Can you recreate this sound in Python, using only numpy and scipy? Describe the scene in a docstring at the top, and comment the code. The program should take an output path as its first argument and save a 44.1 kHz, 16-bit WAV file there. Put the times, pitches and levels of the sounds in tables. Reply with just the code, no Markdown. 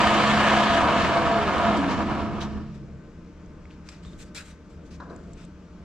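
"""A workshop: a wood lathe at full speed coasts to rest, heard by a camera on its bed.
The lathe is coloured noise in five bands, shaken and throbbing with each turn, plus a falling whirr and bed tones.
From late in the coast a strip of sandpaper scuffs, squeaks and ticks: shaped noise and short blurred rings.
A hand grips the wood at the end: rubbing noise and struck modes, a knock and a thud.
Low rumble, soft air hiss and a faint electric hum stay throughout."""
import sys
import numpy as np
from scipy import signal
from scipy.fft import rfft, irfft, next_fast_len
from scipy.io import wavfile
from scipy.ndimage import uniform_filter1d, map_coordinates

SR = 44100
rng = np.random.default_rng(int(sys.argv[2]) if len(sys.argv) > 2 else 0)


def waveform_to_disk(signal):
    """Save audio, clipped to [-1, 1], as 16-bit WAV at the path in sys.argv[1]."""
    frames = np.transpose(np.atleast_2d(signal))
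    scaled = np.clip(frames, -1, 1) * 32767
    samples = np.round(scaled).astype(np.int16)
    wavfile.write(sys.argv[1], SR, samples)


N = 257544
TIME = np.arange(N) / SR
STOP_S = 3.04  # lathe noise reaches silence, bed tones start their final decay

# Spindle speed. Each row: time in seconds, turns per second.
SPINDLE_SPEED = [(0, 30.3), (.6, 30.3), (1.2, 21.8), (1.37, 19.1), (1.75, 12.8), (1.9, 11.6), (2.3, 7.5),
                 (2.8, 1), (3.2, .1)]
# Left-right likeness of lathe and grip. Each row: frequency in Hz, likeness from 0 to 1 (negative: opposed).
LATHE_LIKENESS = [(25, -.1), (60, 0.36), (110, 0.51), (200, 0.71), (400, 0.97), (700, 0.94), (1200, 0.83),
                  (2100, 0.77), (3800, 0.67), (5500, 0.17), (12000, .1)]
# Left-right likeness of shop and paper. Each row: frequency in Hz, likeness from 0 to 1.
SHOP_LIKENESS = [(60, 0.97), (110, 1.0), (200, 0.95), (360, 0.98), (650, 0.73), (1170, 0.76), (2120, 0.71),
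                 (3850, 0.59), (7000, 0.37), (12000, .1)]
# Balance of shop, paper and grip. Each row: frequency in Hz, left over right in dB.
SHOP_BALANCE = [(60, 0.5), (240, 1), (600, 2.5), (2700, 4), (6900, 2.5), (8300, -5.5), (9600, 2.5),
                (12400, -9.5)]


def amp(db):
    """Decibels to gain."""
    return 10 ** (np.asarray(db) / 20)


def unit(x):
    """x at rms 1."""
    return x / np.sqrt(np.mean(x ** 2) + 1e-20)


def along(points, hz):
    """(Hz, value) points interpolated on a log frequency axis."""
    f, v = np.transpose(points)
    return np.interp(np.log(hz + 1), np.log(f + 1), v)


def curves(rows):
    """One value per sample for each column after the time."""
    s, *cols = np.transpose(rows)
    return [np.interp(TIME, s, c) for c in cols]


def wobble(rate):
    """A smooth random curve, rate knots per second."""
    knots = rng.standard_normal(int(N * rate / SR) + 4)
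    return map_coordinates(knots, [TIME * rate])


def filtered(x, response):
    """x times a response of frequency."""
    m = next_fast_len(N + 8192)
    hz = np.fft.rfftfreq(m, 1 / SR)
    return irfft(rfft(x, m) * response(hz), m)[..., :N]


def bumps(rings, hz):
    """Gain of resonances (Hz, width Hz, dB) standing on a flat response."""
    return 1 + sum((amp(db) - 1) / (1 + (2 * (hz - c) / w) ** 2) for c, w, db in rings)


def spread(pair, colour, alike, left):
    """Two unrelated signals become a coloured left and right of given likeness and balance, rms 1."""
    turn = lambda hz: np.arccos(np.clip(along(alike, hz), -1, 1)) / 2
    mid, side = filtered(pair, lambda hz: colour(hz) * [np.cos(turn(hz)), np.sin(turn(hz))])
    balance = lambda hz: amp(np.outer([.5, -.5], along(left, hz)))
    return unit(filtered(np.array([mid + side, mid - side]), balance))


def patchy(patchy_db):
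    """Two noises whose strength drifts together in patches of time and pitch."""
    z = signal.stft(rng.standard_normal((2, N)), nperseg=512)[2]
    field = uniform_filter1d(rng.standard_normal(z.shape[1:]), 6, 0)
    field = uniform_filter1d(field, 10, 1)
    return signal.istft(z * amp(patchy_db * unit(field)), nperseg=512)[1][:, :N]


def grit(density, spread_db):
    """Two streams of tiny contacts of uneven size at shared moments, density per second, rms 1."""
    hit = rng.random(N) < density / SR
    size = amp(spread_db * np.minimum(rng.exponential(size=N), 3))
    return unit(hit * size * rng.standard_normal((2, N)))


def swell(s, db, rise, hold, fall_db):
    """Gain that rises (over 1 ms at least), holds and falls by fall_db per second for up to a second."""
    fall_s = np.clip(TIME - s - rise - hold, 0, 1)
    return np.clip((TIME - s) / max(rise, .001), 0, 1) ** 2 * amp(db - fall_db * fall_s)


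def lathe():
    """Bearing noise and a once-a-turn pattern shake five parts, fading with speed; a whirr follows the spindle."""
    # Drive levels. Each row: time in seconds, frame rumble, belt and bearing rattle, hiss, all in dB before throb.
    drive = [(0.0, -29, -21, -25.5), (0.48, -32, -21, -25), (.62, -31.5, -21.5, -27),
             (.76, -28.5, -23.5, -26.5), (.86, -30.5, -19.5, -30.5), (1.04, -28.5, -25, -28.5),
             (1.12, -28.5, -24, -31.5), (1.33, -32.5, -24.5, -33), (1.63, -30, -24.5, -34),
             (1.87, -30, -27, -37), (1.92, -31.5, -28.5, -35), (1.97, -30, -33, -39.5),
             (2.02, -32.5, -28, -39), (2.055, -31.5, -34.5, -42), (2.11, -31.5, -29, -42),
             (2.21, -31, -32.5, -42), (2.31, -33.5, -38, -48.5), (2.44, -36, -35, -47),
             (2.49, -37.5, -46, -52), (2.59, -36, -45.5, -54.5), (2.77, -53, -58, -59.5),
             (2.85, -42, -72, -72)]
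    # Colours of the five parts. Each row: frequency in Hz, relative dB per Hz.
    stand_colour = [(12, -61), (20, -8.5), (75, -3.5), (113, 1), (170, -1), (220, -30), (370, -120)]
    frame_colour = [(76, -44.5), (130, -29.5), (178, -0.5), (210, 0), (242, -2.5), (313, -5), (450, -11.5),
                    (580, -40), (990, -120)]
    rattle_colour = [(190, -32), (330, -12), (384, -21), (536, -8.5), (680, -1.5), (822, -9), (948, -5),
                     (1240, -5.5), (1440, -10.5), (1750, -19.5), (1950, -32), (2200, -16.5), (2860, -30),
                     (4840, -120)]
    hiss_colour = [(1300, -7), (1720, 6.5), (1980, 0.5), (2300, -0.5), (2900, 1), (3600, -4.5), (4400, -8),
                   (5200, -16), (6500, -23), (7700, -29.5), (8500, -34.5), (10000, -32.5), (11000, -39.5),
                   (13000, -39), (14800, -55), (16000, -89.5)]
    fizz_colour = [(2500, -38), (4000, 2.5), (5500, -0.5), (7000, -21), (8500, -32.5), (11000, -40),
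                   (16000, -98)]
    # Ringing machine parts. Each row: frequency in Hz, width in Hz, dB over the broad colour.
    machine_rings = [(74.4, 13, 13), (279, 2.8, 7), (328.7, 15, 7.5), (484, 21, 7.5), (605, 13, 0.5),
                     (680, 12, 2), (716, 4, 6.5), (971, 36, 5), (1129, 10, 4.5), (1236, 10, 6.5),
                     (1274, 24, 4), (1360, 9.9, 3), (1550, 31, 5), (1680, 15, 8), (1782, 20, 8.5),
                     (2120, 18, 7), (2180, 11, 5), (3030, 110, 3), (4200, 600, -1), (7660, 2700, 13)]
    # Lathe balance. Each row: frequency in Hz, left over right in dB.
    lathe_balance = [(25, -15.5), (80, -4.5), (150, -1), (600, 0.4), (1300, -2), (2500, 2), (6900, 2),
                     (8300, -4), (9600, 1), (12400, -4)]
    # Resonances the whirr passes through. Each row: frequency in Hz, width in Hz, gain in dB.
    whirr_body = [(285, 61, 13.5), (440, 130, 10)]
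    stand_over_db, stand_follows = -6.5, 0.32  # dB over the frame's top, share of its swing
    fizz_over_db, fizz_follows = -26.5, 0.44  # dB over the hiss's top, share of its swing
    throb_depth_db, throb_lag_rad = 2.4, 2.2
    whirr_cycles_per_turn, whirr_low_hz = 23, 216  # fades below whirr_low_hz
    whirr_db, whirr_from_s, whirr_rise_s = -40.5, 1, 0.12  # dB before body and wobble
    fade_s = 0.58

    speed, = curves(SPINDLE_SPEED)
    angle = 2 * np.pi * np.cumsum(speed) / SR
    orders = np.arange(1, 13)
    phases = 2 * np.pi * rng.random((2, len(orders), 1))
    turning = 0.013 * np.sin(orders[:, None] * angle + phases).sum(axis=1)  # repeats every turn
    # a tight spot passes once a turn
    throb_db = throb_depth_db * np.cos(angle - throb_lag_rad) + 2.34 * wobble(8.72) + 0.96 * wobble(55.03)

    frame_db, rattle_db, hiss_db = curves(drive)
    stand_db = frame_db.max() + stand_over_db + stand_follows * (frame_db - frame_db.max())
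    fizz_db = hiss_db.max() + fizz_over_db + fizz_follows * (hiss_db - hiss_db.max())
    # each part: level dB, colour, share of throb, patchiness dB
    parts = [(stand_db, stand_colour, 0.23, .6), (frame_db, frame_colour, 0.23, 0.7),
             (rattle_db, rattle_colour, 0.45, 0.26), (hiss_db, hiss_colour, 0.29, 1.22),
             (fizz_db, fizz_colour, 0.47, 1.6)]
    sound = 0
    for level_db, colour, throb, patchy_db in parts:
        shake = patchy(patchy_db) + turning + 0.48 * grit(700, spread_db=2.5)
        response = lambda hz: amp(along(colour, hz)) * bumps(machine_rings, hz)
        part = spread(shake, response, LATHE_LIKENESS, lathe_balance)
        sound = sound + amp(level_db + throb * throb_db) * part

    pitch_hz = whirr_cycles_per_turn * speed
    loud = swell(whirr_from_s, whirr_db, whirr_rise_s, 9, 0) * bumps(whirr_body, pitch_hz)
    loud = loud / (1 + (whirr_low_hz / pitch_hz) ** 8)
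    flutter = amp(1.2 * wobble(14) + 2 * np.cos(angle))
    whirr = loud * flutter * np.sin(whirr_cycles_per_turn * angle + .8 * wobble(35))
    return sound * np.clip((STOP_S - TIME) / fade_s, 0, 1) + whirr


def drone():
    """Three long-ringing modes of the steel bed hum near fixed pitches, least steady while coasting."""
    # Mode levels. Each row: time in seconds, dB of the 212, 139 and 679 Hz mode before wobble and final decay.
    mode_levels = [(0, -26.5, -42.5, -30.5), (.3, -22.5, -32, -30.5), (.66, -26, -37, -29),
                   (.78, -34.5, -60, -21), (.85, -29.5, -39.5, -36), (.92, -25, -33.5, -27),
                   (1.0, -42, -45, -25.5), (1.14, -43, -31, -28.5), (1.25, -54, -44, -23),
                   (1.36, -24.5, -39.5, -26), (1.52, -43, -36, -35), (1.6, -38, -38, -30),
                   (1.69, -23, -44, -27.5), (1.76, -32, -46, -36), (2.05, -35, -42, -37.5),
                   (2.23, -41, -41, -40), (2.29, -35, -40, -35), (2.37, -30.5, -43, -44),
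                   (2.45, -31.5, -39, -49), (2.8, -41, -41.5, -80), (3.05, -47.5, -45, -84)]
    # Bed modes. Each row: frequency in Hz, wander in Hz.
    bed_modes = [(212, .6), (139, .8), (679, 4)]
    stop_db_per_s = 150
    speed, = curves(SPINDLE_SPEED)
    unsteady_db = 1.8 * np.sin(np.pi * speed / speed[0]) + 0.43
    sound = 0
    for level_db, (hz, wander_hz) in zip(curves(mode_levels), bed_modes):
        phase = 2 * np.pi * np.cumsum(hz + wander_hz * wobble(8.04)) / SR
        wobble_db = unsteady_db * wobble(15) + hz / 500 * wobble(27.76)
        sound = sound + amp(level_db + wobble_db) * np.sin(phase)
    return sound * amp(-stop_db_per_s * np.clip(TIME - STOP_S, 0, 1))


def shop():
    """Low rumble and soft hiss of the building, as resonant noise, with an electric hum of wavering sines."""
    # Rumble and air colours. Each row: frequency in Hz, relative dB per Hz.
    rumble_colour = [(12, -39), (20, -1.5), (75, -2), (114, -10.5), (172, 1.5), (248, -7.5), (300, -11),
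                     (614, -18.5), (720, -28), (900, -37), (1170, -54.5), (1980, -120)]
    air_colour = [(500, -39), (800, -7.5), (1300, -4), (1800, -11), (2300, -12), (3000, -17), (4000, -20),
                  (5500, -19.5), (7000, -23.5), (7800, -27.5), (8600, -36), (10500, -42.5), (13000, -46),
                  (16000, -66)]
    # Room resonances. Each row: frequency in Hz, width in Hz, dB over the colour.
    room_rings = [(75.5, 9.4, 9), (174.2, 5.5, 5), (323, 41, 6), (463, 23, 7), (680, 13, 9), (1040, 6.2, 9),
                  (1530, 9.4, 12.5)]
    # Hum partials. Each row: frequency in Hz, peak level in dB before wobble.
    hum_partials = [(301, -57.5), (602, -63), (900, -70), (1200, -71)]
    rumble_db, air_db = -44.5, -59.5  # before wobble
    colour = lambda points: lambda hz: amp(along(points, hz)) * bumps(room_rings, hz)
    rumble = spread(patchy(patchy_db=1.0), colour(rumble_colour), SHOP_LIKENESS, SHOP_BALANCE)
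    air = spread(patchy(patchy_db=0.9), colour(air_colour), SHOP_LIKENESS, SHOP_BALANCE)
    hum = 0
    for hz, db in hum_partials:
        gain = amp(db + 1.2 * wobble(6.5))
        hum = hum + gain * np.sin(2 * np.pi * (hz * TIME + 0.13 * wobble(4.3)))
    return amp(rumble_db + 1.5 * wobble(3.35)) * rumble + amp(air_db + 0.25 * wobble(3.7)) * air + hum


def paper():
    """Grit drags in scuffs of varied thinness, the bent strip squeaks near one pitch, grains and edge tick."""
    # Scuffs. Each row: start in seconds, level in dB before thinning, rise in seconds, hold in seconds,
    # fall in dB per second, thinness from 0 to 1, sizzle of the finest grit in dB (0: unchanged).
    scuffs = [(1.76, -37.5, 0.0077, 0.0072, 305, 0.4, -1), (1.865, -39, 0.028, 0.021, 251, 0.2, -14),
              (2.17, -60.5, .018, 0.018, 291, 0.5, -10), (2.397, -35.5, 0.011, 0.03, 498, 1, -8),
              (2.74, -56, 0.0042, 0.0091, 350, 0.5, -2), (3.705, -60.5, .004, 0.012, 200, 0, -8),
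              (3.832, -54.5, 0.039, .01, 300, 0.4, -2), (3.887, -44, .002, 0.0022, 900, 0.26, -1),
              (3.907, -51, 0.012, .01, 189, 0.3, -5), (4.019, -58.5, 0.016, 0.1, 252, 0.2, 1),
              (4.165, -45.5, 0.037, 0.025, 700, 0.44, 4.5), (4.243, -55, .02, .018, 300, 0.8, -4),
              (4.345, -38.5, 0.0024, 0.032, 300, 0.6, 3.5), (4.355, -43, 0.008, 0.01, 300, 0.5, 1),
              (4.402, -60, .006, 0.0054, 400, 0.1, -9), (4.437, -53.5, 0.026, 0.049, 450, 0.3, 4.5),
              (4.675, -60.5, 0.028, .032, 200, .95, -2), (4.837, -57, .027, .011, 300, 1, -2),
              (4.904, -48, 0.0044, 0.043, 600, 1, -5), (4.998, -57, .003, .01, 200, 0, -17),
              (5.083, -63, 0.02, 0.27, 100, 0.73, -2), (5.354, -56.5, 0.033, 0.055, 500, 0.25, -2)]
    # Paper colour. Each row: frequency in Hz, relative dB per Hz.
    paper_colour = [(600, -11), (1100, -8), (1500, -1.5), (2000, -5.5), (2600, -6.5), (3300, -8),
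                    (4200, -8), (5500, -10.5), (7000, -12.5), (8000, -18), (9000, -21), (11000, -32.5),
                    (13000, -36), (14800, -46), (16000, -68)]
    # Squeaks. Each row: start in seconds, level in dB, pitch in Hz, half-width in Hz, rise in seconds,
    # hold in seconds, fall in dB per second.
    squeaks = [(2.403, -38, 3450, 700, 0.0083, 0.0081, 498), (4.044, -58.5, 3660, 130, 0.017, 0.028, 700),
               (4.349, -49, 2200, 350, .002, .006, 700), (4.351, -49, 4030, 300, .004, .008, 500),
               (4.366, -45, 2540, 250, 0.0073, 0.019, 502), (4.397, -49, 1600, 300, .004, .006, 600)]
    # Ticks. Each row: start in seconds, peak in dB before onset and filter, pitch in Hz,
    # 60 dB decay in seconds (.003 at least).
    tick_rows = [(3.4605, -52, 6000, .012), (3.6545, -37.5, 2090, 0.017), (3.7055, -38, 2500, .005),
                 (3.7105, -35.5, 2700, 0.0055), (3.888, -34, 5500, 0.019), (3.888, -36, 2180, 0.014),
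                 (3.889, -39, 3760, 0.013), (4.05, -40, 3520, 0.013), (4.05, -33, 1250, .016),
                 (4.132, -49, 3680, .04), (5.003, -50, 4120, 0.04), (5.099, -53, 4020, 0.043),
                 (5.1627, -40, 7200, 0.01), (5.3333, -42.5, 7400, 0.021), (5.45, -43, 7750, 0.016)]
    paper_rings = [(2420, 210, 4.3), (3900, 230, 1.7), (7700, 520, 6.3)]  # Hz, width Hz, dB

    crinkle = amp(0.86 * wobble(90))
    drag = crinkle * (patchy(patchy_db=2.5) + 0.34 * grit(1400, spread_db=-1.5))
    response = lambda hz: amp(along(paper_colour, hz)) * bumps(paper_rings, hz)
    full = spread(drag, response, SHOP_LIKENESS, SHOP_BALANCE)
    thin = filtered(full, lambda hz: hz ** 2 / (hz ** 2 + 4000 ** 2))
    sizzle = filtered(full, lambda hz: hz ** 12 / (hz ** 12 + 6900.0 ** 12))
    sound = 0
    for s, db, rise, hold, fall, thinness, sizzle_db in scuffs:
        share = np.clip(thinness, 0, 1)
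        scuff = (1 - share) * full + share * thin + (amp(sizzle_db) - 1) * sizzle
        sound = sound + swell(s, db, rise, hold, fall) * scuff

    for s, db, pitch_hz, half_width_hz, rise, hold, fall in squeaks:
        rub = [[1, 0.41], [1, -0.54]] @ rng.standard_normal((2, N))  # partly alike left and right
        squeak = unit(filtered(rub, lambda hz: 1 / (1 + ((hz - pitch_hz) / half_width_hz) ** 2)))
        sound = sound + swell(s, db, rise, hold, fall) * squeak

    ticks = np.zeros((2, N + SR))
    t = np.arange(SR // 10) / SR
    for s, db, hz, t60 in tick_rows:
        jitter = [[1, 0.26], [1, -0.28]] @ rng.standard_normal((2, len(t)))
        blur = np.cumsum(0.31 * hz / 6000 * jitter, axis=1)  # random phase walk blurs the pitch
        ring = np.sin(2 * np.pi * hz * t + blur)
        envelope = amp(db - 60 * t / max(t60, .003)) * (1 - np.exp(-t / 0.00017))
        ticks[:, round(s * SR):][:, :len(t)] += envelope * ring
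    band = lambda hz: hz ** 2 / (hz ** 2 + 1500 ** 2) / (1 + (hz / 8800) ** 12)
    return sound + filtered(ticks[:, :N], band)


def grip():
    """The palm lands and slides: each landing strikes the wood's modes, uneven contacts keep them ringing."""
    # Contacts. Each row: start in seconds, knock level in dB, thud level in dB, rise in seconds,
    # fall in dB per second.
    contacts = [(5, -38, -47.5, 0.00067, 300), (5.0225, -49, -44, 0.0011, 800),
                (5.04, -56, -45.5, 0.026, 58), (5.094, -51, -56, 0.0046, 200),
                (5.106, -55, -48, 0.003, 250)]
    # High modes (knock) and low modes (thud). Each row: frequency in Hz, width in Hz, relative level in dB.
    knock_modes = [(800, 150, -19), (1040, 220, 5), (1290, 250, -3), (1570, 330, 3)]
    thud_modes = [(318, 270, -5), (467, 18, -5), (660, 84, -5)]
    blow_over_db, blow_softens_db_per_s = -9, 1497.5  # blow over contact level, less per second of rise
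    flesh_s = .0006  # the soft palm rounds the blow
    sound = 0
    for k, modes in enumerate((knock_modes, thud_modes)):
        peaks = lambda f: sum(amp(db) / (1 + (2 * (f - c) / w) ** 2) for c, w, db in modes)
        ring = lambda f: peaks(f) / (1 + (f / 1850) ** 6)
        rub = patchy(patchy_db=-1.0) + 0.16 * grit(2000, spread_db=-4.0)
        gain = sum(swell(s, db[k], rise, 0, fall) for s, *db, rise, fall in contacts)
        sound = sound + gain * spread(rub, ring, LATHE_LIKENESS, SHOP_BALANCE)
        for s, *db, rise, fall in contacts:
            t = np.clip(TIME - s - rise, 0, 1)
            struck = 0
            for c, w, level in modes:
                decay = np.exp(-np.pi * w * t / 2)
                struck = struck + amp(level + rng.normal(0, 2)) * decay * np.sin(2 * np.pi * c * t)
            blow = amp(db[k] + blow_over_db - blow_softens_db_per_s * rise)
            sound = sound + blow * struck * (1 - np.exp(-t / flesh_s)) ** 2
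    return sound


def scene():
    """All sources."""
    return lathe() + drone() + shop() + paper() + grip()


def record(dry):
    """Sound reaches the camera's two ports slightly apart in phase; nothing passes above its band limit."""
    # Phase between ports. Each row: frequency in Hz, left lead in radians.
    port_lead = [(0, 0.16), (1550, -0.27), (2670, -0.48), (3010, -0.47), (3450, -0.54), (4050, -1)]
    top_hz = 15500
    phase = lambda hz: np.outer([.5, -.5], along(port_lead, hz) * (hz > 0))
    return filtered(dry, lambda hz: (hz < top_hz) * np.exp(1j * phase(hz)))


dry = scene()
out = record(dry)
waveform_to_disk(out)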